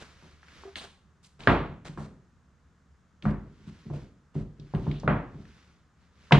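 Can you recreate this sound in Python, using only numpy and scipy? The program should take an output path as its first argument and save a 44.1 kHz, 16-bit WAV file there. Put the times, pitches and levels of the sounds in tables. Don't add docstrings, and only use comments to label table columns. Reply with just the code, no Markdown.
import sys
import numpy as np
from scipy import signal
from scipy.fft import rfft, irfft, next_fast_len
from scipy.io import wavfile

SR = 44100
rng = np.random.default_rng(int(sys.argv[2]) if len(sys.argv) > 2 else 0)


def dump(signal):
    limited = np.clip(np.atleast_2d(signal).T, -1, 1)
    pcm = np.round(limited * 32767).astype(np.int16)
    wavfile.write(sys.argv[1], SR, pcm)


N = 281799

# (frequency [Hz], level per Hz [dB])
AIR_SPECTRUM = [(28, -10.5), (45, -11), (72, -14), (100, -7.5), (180, -4.5), (300, -20.5), (700, -24.5),
                (1250, -19), (1700, -23), (2400, -32), (4500, -36.5), (6800, -35), (10000, -50),
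                (14000, -65)]
AIR_DB = -66
# (frequency [Hz], level per Hz [dB])
RUMBLE_SPECTRUM = [(25, -19.5), (50, -10), (75, 9), (105, -13.5), (170, -5), (300, -16), (700, -28.5),
                   (3000, -59.5)]
RUMBLE_REST_DB, RUMBLE_OVER_MOVEMENT_DB = -64.5, 0
# (frequency [Hz], likeness [0 to 1])
EAR_LIKENESS = [(48, .995), (80, .85), (145, .993), (330, .97), (600, .83), (1500, .74), (3000, .72),
                (8000, .6)]
ROOM_T60_S = 0.45
LEFT_LAG_S = 3.6e-5

# (middle [s], length [s], level [dB])
ARM_MOVEMENTS = [(0.017, 0.18, -58.5), (0.26, 0.15, -63), (0.595, 0.22, -58.5), (3.785, 0.38, -66.5),
                 (4.0, .1, -69), (4.88, .3, -63), (5.536, 0.32, -65.5), (6.036, 0.075, -74),
                 (6.286, 0.18, -64.5)]
# (frequency [Hz], level per Hz [dB])
CANVAS_SPECTRUM = [(150, -5.5), (400, -4), (700, -10), (1400, -1.5), (2600, -4.5), (4300, -5), (6200, -7),
                   (8500, -15.5), (13000, -22)]
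SLEEVE_TILT_DB = 6

# (frequency [Hz], level per Hz [dB])
GRIT_SPECTRUM = [(150, -4), (400, -4), (1500, -2.5), (2500, -6), (4200, -6.5), (5200, -9.5), (8500, -12.5),
                 (10500, -26), (14000, -31.5)]
GRAINS_PER_S, GRAIN_DB, GRAIN_HZ = 4, -5, 4000
# (time [s], level [dB], pitch [Hz])
SHARP_CONTACTS = [(0.429, -49.5, 1590), (0.483, -47.5, 2140), (0.6355, -44.5, 900), (0.7568, -34.5, 3130),
                  (1.246, -54, 4590), (1.405, -47.5, 3520), (1.435, -46, 3500), (3.224, -46.5, 3300),
                  (4.598, -55, 4500), (4.749, -42.5, 2700), (4.9133, -41.5, 3130), (4.9988, -49, 5300),
                  (5.453, -56, 2300), (6.321, -14, 910), (6.3225, -45, 7500), (6.3233, -13.5, 2800)]
# (start [s], length [s], level [dB], brightness [dB per octave])
SAND_CRUNCHES = [(0.0, 0.031, -49.5, -1.5), (0.757, 0.029, -45, -0.5), (0.804, 0.05, -48, -1.5),
                 (1.228, 0.043, -62.5, 5), (1.391, 0.15, -48.5, -3), (1.847, 0.037, -46, -2),
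                 (1.973, 0.089, -59, 0), (3.222, 0.093, -52.5, -3.5), (3.665, 0.034, -58.5, -2),
                 (3.931, 0.034, -54.5, -2.5), (4.341, 0.084, -54, -3.5)]
# (start [s], length [s], level [dB], brightness [dB per octave])
METAL_RASPS = [(0.760, 0.046, -46.5, 8), (4.747, .019, -60, 22), (4.83, 0.095, -59.5, -5),
               (4.914, .07, -55, -5)]
# (frequency [Hz], level per Hz [dB])
RASP_SPECTRUM = [(500, -9), (2000, -15), (2900, 7.5), (3600, 4.5), (4400, 1), (5100, -18), (7500, -41),
                 (8500, -13.5), (10000, -34), (14000, -38)]

# (time [s], level [dB])
HOLLOW_TOUCH_TIMES = [(0.635, -60), (0.653, -51.5), (0.676, -43.5), (0.838, -49)]
# (frequency [Hz], level [dB])
HOLLOW_TONES = [(392, 5), (662, -34), (688, -9), (780, -11), (980, -6.5), (1217, -14)]
# (time [s], level [dB])
RIM_HITS = [(6.3215, -28)]
# (frequency [Hz], level [dB])
RIM_TONES = [(945, 0), (1176, 3), (1404, -4), (1992, -8), (2414, 0), (2789, -5), (2952, -5), (3210, -6),
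             (3856, -8), (4067, -8)]

# (time [s], thud level [dB], clatter level [dB], contact hardness as a treble limit [Hz])
FLASK_BLOWS = [(0.224, -52, -60.5, 1500), (1.392, -51, -83, 800), (1.473, -14, -18.5, 3590),
               (1.885, -39, -61, 800), (1.974, -32, -43.5, 1620), (3.233, -30.5, -55, 400),
               (3.2533, -21.5, -35, 2000), (3.592, -51, -78.5, 490), (3.665, -41, -75, 420),
               (3.855, -39.5, -59, 500), (3.8995, -31.5, -45, 850), (3.935, -42.5, -44.5, 656),
               (4.352, -26.5, -44.5, 730), (4.587, -41, -58, 502), (4.737, -23.5, -40, 1150),
               (4.83, -30, -59, 500), (4.867, -26, -44, 1200), (5.033, -27, -41.5, 1050),
               (5.0768, -20.5, -24, 2300), (5.344, -41, -56, 690), (5.391, -43, -64, 600),
               (6.3092, -28, -28, 1430), (6.3206, -12.5, -23.5, 7000)]
# (frequency [Hz], level [dB])
THUD_TONES = [(81, -13), (107, -13.5), (146.5, 0.5), (168, -6.5), (210, -6), (266, -16.5), (292, -14),
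              (336, -22), (383.5, -13.5), (424.5, -22)]
# (frequency [Hz], level [dB])
IRON_TONES = [(498, -16), (576, -9.5), (613, -18), (719, -10), (903, -13), (1052, -15), (1173, -15),
              (1250, -23.5), (1420, -16), (1513, -17.5), (1626, -12), (1755, -16.5), (1894, -13.5),
              (2418, -20), (2608, -24.5), (3215, -27)]
# (frequency [Hz], level per Hz [dB])
CLATTER_SPECTRUM = [(40, -17), (120, 1.5), (350, 0), (500, -2.5), (680, -3.5), (820, -5.5), (1100, -4),
                    (1850, -10.5), (2150, -13), (3000, -18), (4200, -22.5), (4900, -30), (8000, -33),
                    (13000, -39.5)]
# (frequency [Hz], level per Hz [dB])
CRACK_SPECTRUM = [(100, -12), (400, 10.5), (700, -5), (1100, -0.5), (1850, -2), (2250, -7), (4000, -12),
                  (5000, -20.5), (12000, -35)]
# (frequency [Hz], level per Hz [dB])
BASS_TAIL_SPECTRUM = [(30, -15), (70, -2.5), (160, 1), (400, -14), (700, -29.5), (3000, -71.5)]
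BASS_TAIL_DB, BASS_T60_S = -9, 0.7
BOOM_HZ, BOOM_DB, BOOM_T60_S = 50, -3.5, 0.43
CRACK_OVER_CLATTER_DB, SOFT_HZ, CRACK_LOSS_DB_PER_OCTAVE = 13, 1061, 7.5
EDGE_TOP_HZ, HARD_CONTACT_HZ = 1700, 3730
REBOUND_S, REBOUND_DB, REBOUND_HARDNESS = 0.027, -9.5, 0.38

TIME = np.arange(N) / SR
AGE = TIME[:int(0.55 * SR)]


def from_db(db):
    return 10 ** (np.asarray(db) / 20)


def at_hz(points, hz):
    table = np.array(points)
    return np.interp(np.log(hz + 1), np.log(table[:, 0]), table[:, 1])


def add(out, s, sound):
    start = max(round(s * SR), 0)
    out[:, start:start + sound.shape[-1]] += sound[..., :max(N - start, 0)]


def filtered(x, hz, kind, order):
    sos = signal.butter(order, np.clip(hz, 10, 0.45 * SR), kind, fs=SR, output="sos")
    return signal.sosfilt(sos, x)


def delayed(x, s):
    padded = next_fast_len(N + SR // 10, True)
    hz = np.fft.rfftfreq(padded, 1 / SR)
    return irfft(rfft(x, padded) * np.exp(-2j * np.pi * hz * s), padded)[:N]


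def noise(spectrum, size, tilt_db=0):
    padded = next_fast_len(size, True)
    hz = np.fft.rfftfreq(padded, 1 / SR)
    mid, side = rfft(rng.standard_normal((2, padded)))
    alike = np.clip(at_hz(EAR_LIKENESS, hz), 0, 1)
    colour = from_db(at_hz(spectrum, hz) + tilt_db * np.log2(hz + 1)) * (hz > 20)
    stereo = np.sqrt(1 + alike) * mid + np.sqrt(1 - alike) * side * [[1], [-1]]
    x = irfft(colour * stereo, padded)[:, :size]
    return x / x.std()


def decay(t60):
    return np.exp(-np.log(1000) * AGE / t60)


def struck(modes, t60, scatter_db, detune):
    hz, db = np.transpose(modes)[:, :, None]
    strength, pitch, side = rng.standard_normal((3, len(modes), 1))
    alike = at_hz(EAR_LIKENESS, hz)
    sign = (-1) ** np.arange(len(modes))[:, None]
    gain = from_db(db + scatter_db * strength) * sign
    phase = (2 * np.pi * hz * (1 + detune * pitch) * AGE).astype(np.float32)
    mid = np.sum(gain * np.sqrt((1 + alike) / 2) * np.sin(phase), axis=0)
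    apart = np.sum(gain * np.sqrt((1 - alike) / 2) * np.sign(side) * np.cos(phase), axis=0)
    return (mid + apart * [[1], [-1]]) * decay(t60) * (1 - decay(0.0038))


def room_tail(hold_s):
    return np.minimum(decay(ROOM_T60_S) * np.exp(np.log(1000) * hold_s / ROOM_T60_S), 1)


def grainy(size, per_s, spread_db):
    grains = from_db(spread_db * np.clip(rng.standard_normal(size), -2, 2))
    gain = np.interp(np.arange(size) * per_s / SR, np.arange(size), grains)
    return gain / np.sqrt(np.mean(gain ** 2))


def movement():
    moving = np.zeros(N)
    for middle, length, db in ARM_MOVEMENTS:
        moving += from_db(db) * np.exp(-(2 * (TIME - middle) / length) ** 2 / 2)
    return moving


def workshop(moving):
    rumble_gain = np.hypot(from_db(RUMBLE_REST_DB), from_db(RUMBLE_OVER_MOVEMENT_DB) * moving)
    return from_db(AIR_DB) * noise(AIR_SPECTRUM, N) + rumble_gain * noise(RUMBLE_SPECTRUM, N)


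def sleeve(moving):
    rub = noise(CANVAS_SPECTRUM, N) * grainy(N, per_s=1200, spread_db=2.0)
    dull = filtered(rub, 2500, "low", order=1)
    bright = rub - dull
    return moving * (dull * from_db(SLEEVE_TILT_DB) + bright * from_db(-SLEEVE_TILT_DB))


def ticks(contacts):
    out = np.zeros((2, N))
    for s, db, hz in contacts:
        fade = from_db(7.5) * decay(0.018) + from_db(-9) * decay(ROOM_T60_S)
        snap = noise(GRIT_SPECTRUM, len(AGE)) * fade
        add(out, s, from_db(db) * filtered(snap, [hz / 1.6, hz * 1.21], "band", order=2))
    return out


def loose_grains(moving):
    contacts = []
    for when, pitch in rng.random((round(GRAINS_PER_S * N / SR), 2)):
        moving_db = 20 * np.log10(moving[int(when * N)] + 1e-9)
        hz = GRAIN_HZ * 2 ** (pitch - 0.5)
        contacts.append((when * N / SR, GRAIN_DB + moving_db, hz))
    return ticks(contacts)


def scraping(strokes, spectrum, grains_per_s, spread_db):
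    out = np.zeros((2, N))
    for s, length, db, bright_db in strokes:
        after = np.maximum(AGE - length, 0)
        sliding = (1 - decay(0.026)) * np.exp(-after / 0.0027)
        sliding = sliding * grainy(len(AGE), grains_per_s, spread_db)
        echo = from_db(-6.0) * (1 - decay(0.048)) * np.exp(-np.log(1000) * after / ROOM_T60_S)
        add(out, s, from_db(db) * noise(spectrum, len(AGE), bright_db) * np.hypot(sliding, echo))
    return out


def ringing(blows, modes, t60):
    out = np.zeros((2, N))
    for s, db in blows:
        add(out, s, from_db(db) * struck(modes, t60, scatter_db=5.0, detune=0.002))
    return out


def room_bass():
    boom = (1 - decay(0.16)) ** 2 * decay(BOOM_T60_S) * np.sin(2 * np.pi * BOOM_HZ * AGE)
    tail = noise(BASS_TAIL_SPECTRUM, len(AGE)) * (1 - decay(0.027)) * decay(BASS_T60_S)
    return from_db(BOOM_DB) * boom + from_db(BASS_TAIL_DB) * tail


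def blow(thud_db, clatter_db, hard_hz):
    thud = struck(THUD_TONES, t60=0.33, scatter_db=3.5, detune=0.012) * (1 - decay(0.035))
    iron = struck(IRON_TONES, t60=0.29, scatter_db=1.5, detune=0.002)
    clatter = iron + noise(CLATTER_SPECTRUM, len(AGE)) * room_tail(hold_s=0.02)
    chatter = (1 - decay(0.00067)) * np.exp(-(AGE / 0.0035) ** 4)
    edge_hz = EDGE_TOP_HZ * np.sqrt(min(hard_hz / HARD_CONTACT_HZ, 1))
    edge = np.sin(2 * np.pi * edge_hz * AGE)
    crack = chatter * (from_db(-7.0) * noise(CRACK_SPECTRUM, len(AGE)) + from_db(-5.5) * edge)
    octaves_too_soft = max(np.log2(SOFT_HZ / hard_hz), 0)
    crack_db = CRACK_OVER_CLATTER_DB - CRACK_LOSS_DB_PER_OCTAVE * octaves_too_soft
    contact = filtered(clatter + from_db(crack_db) * crack, hard_hz, "low", order=3)
    return from_db(thud_db) * thud + from_db(clatter_db) * contact


def flask():
    out = np.zeros((2, N))
    for s, thud_db, clatter_db, hard_hz in FLASK_BLOWS:
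        add(out, s, blow(thud_db, clatter_db, hard_hz) + from_db(thud_db) * room_bass())
        rebound = blow(thud_db, clatter_db, hard_hz * REBOUND_HARDNESS)
        add(out, s + REBOUND_S * rng.uniform(0.8, 1.2), from_db(REBOUND_DB) * rebound)
    return out


def scene():
    moving = movement()
    background = workshop(moving)
    cloth_and_grains = sleeve(moving) + loose_grains(moving) + ticks(SHARP_CONTACTS)
    sand = scraping(SAND_CRUNCHES, GRIT_SPECTRUM, grains_per_s=1400, spread_db=3.0)
    rasps = scraping(METAL_RASPS, RASP_SPECTRUM, grains_per_s=560, spread_db=-1.5)
    hollow = ringing(HOLLOW_TOUCH_TIMES, HOLLOW_TONES, t60=0.16)
    rim = ringing(RIM_HITS, RIM_TONES, t60=0.2)
    near = cloth_and_grains + sand + rasps + hollow + rim + flask()
    return np.array([delayed(near[0], LEFT_LAG_S), near[1]]) + background


def record(dry):
    rounded = np.tanh(filtered(dry, 21, "high", order=2))
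    top_cut = signal.cheby2(12, 60, 13800, fs=SR, output="sos")
    return signal.sosfilt(top_cut, rounded)


dry = scene()
out = record(dry)
dump(out)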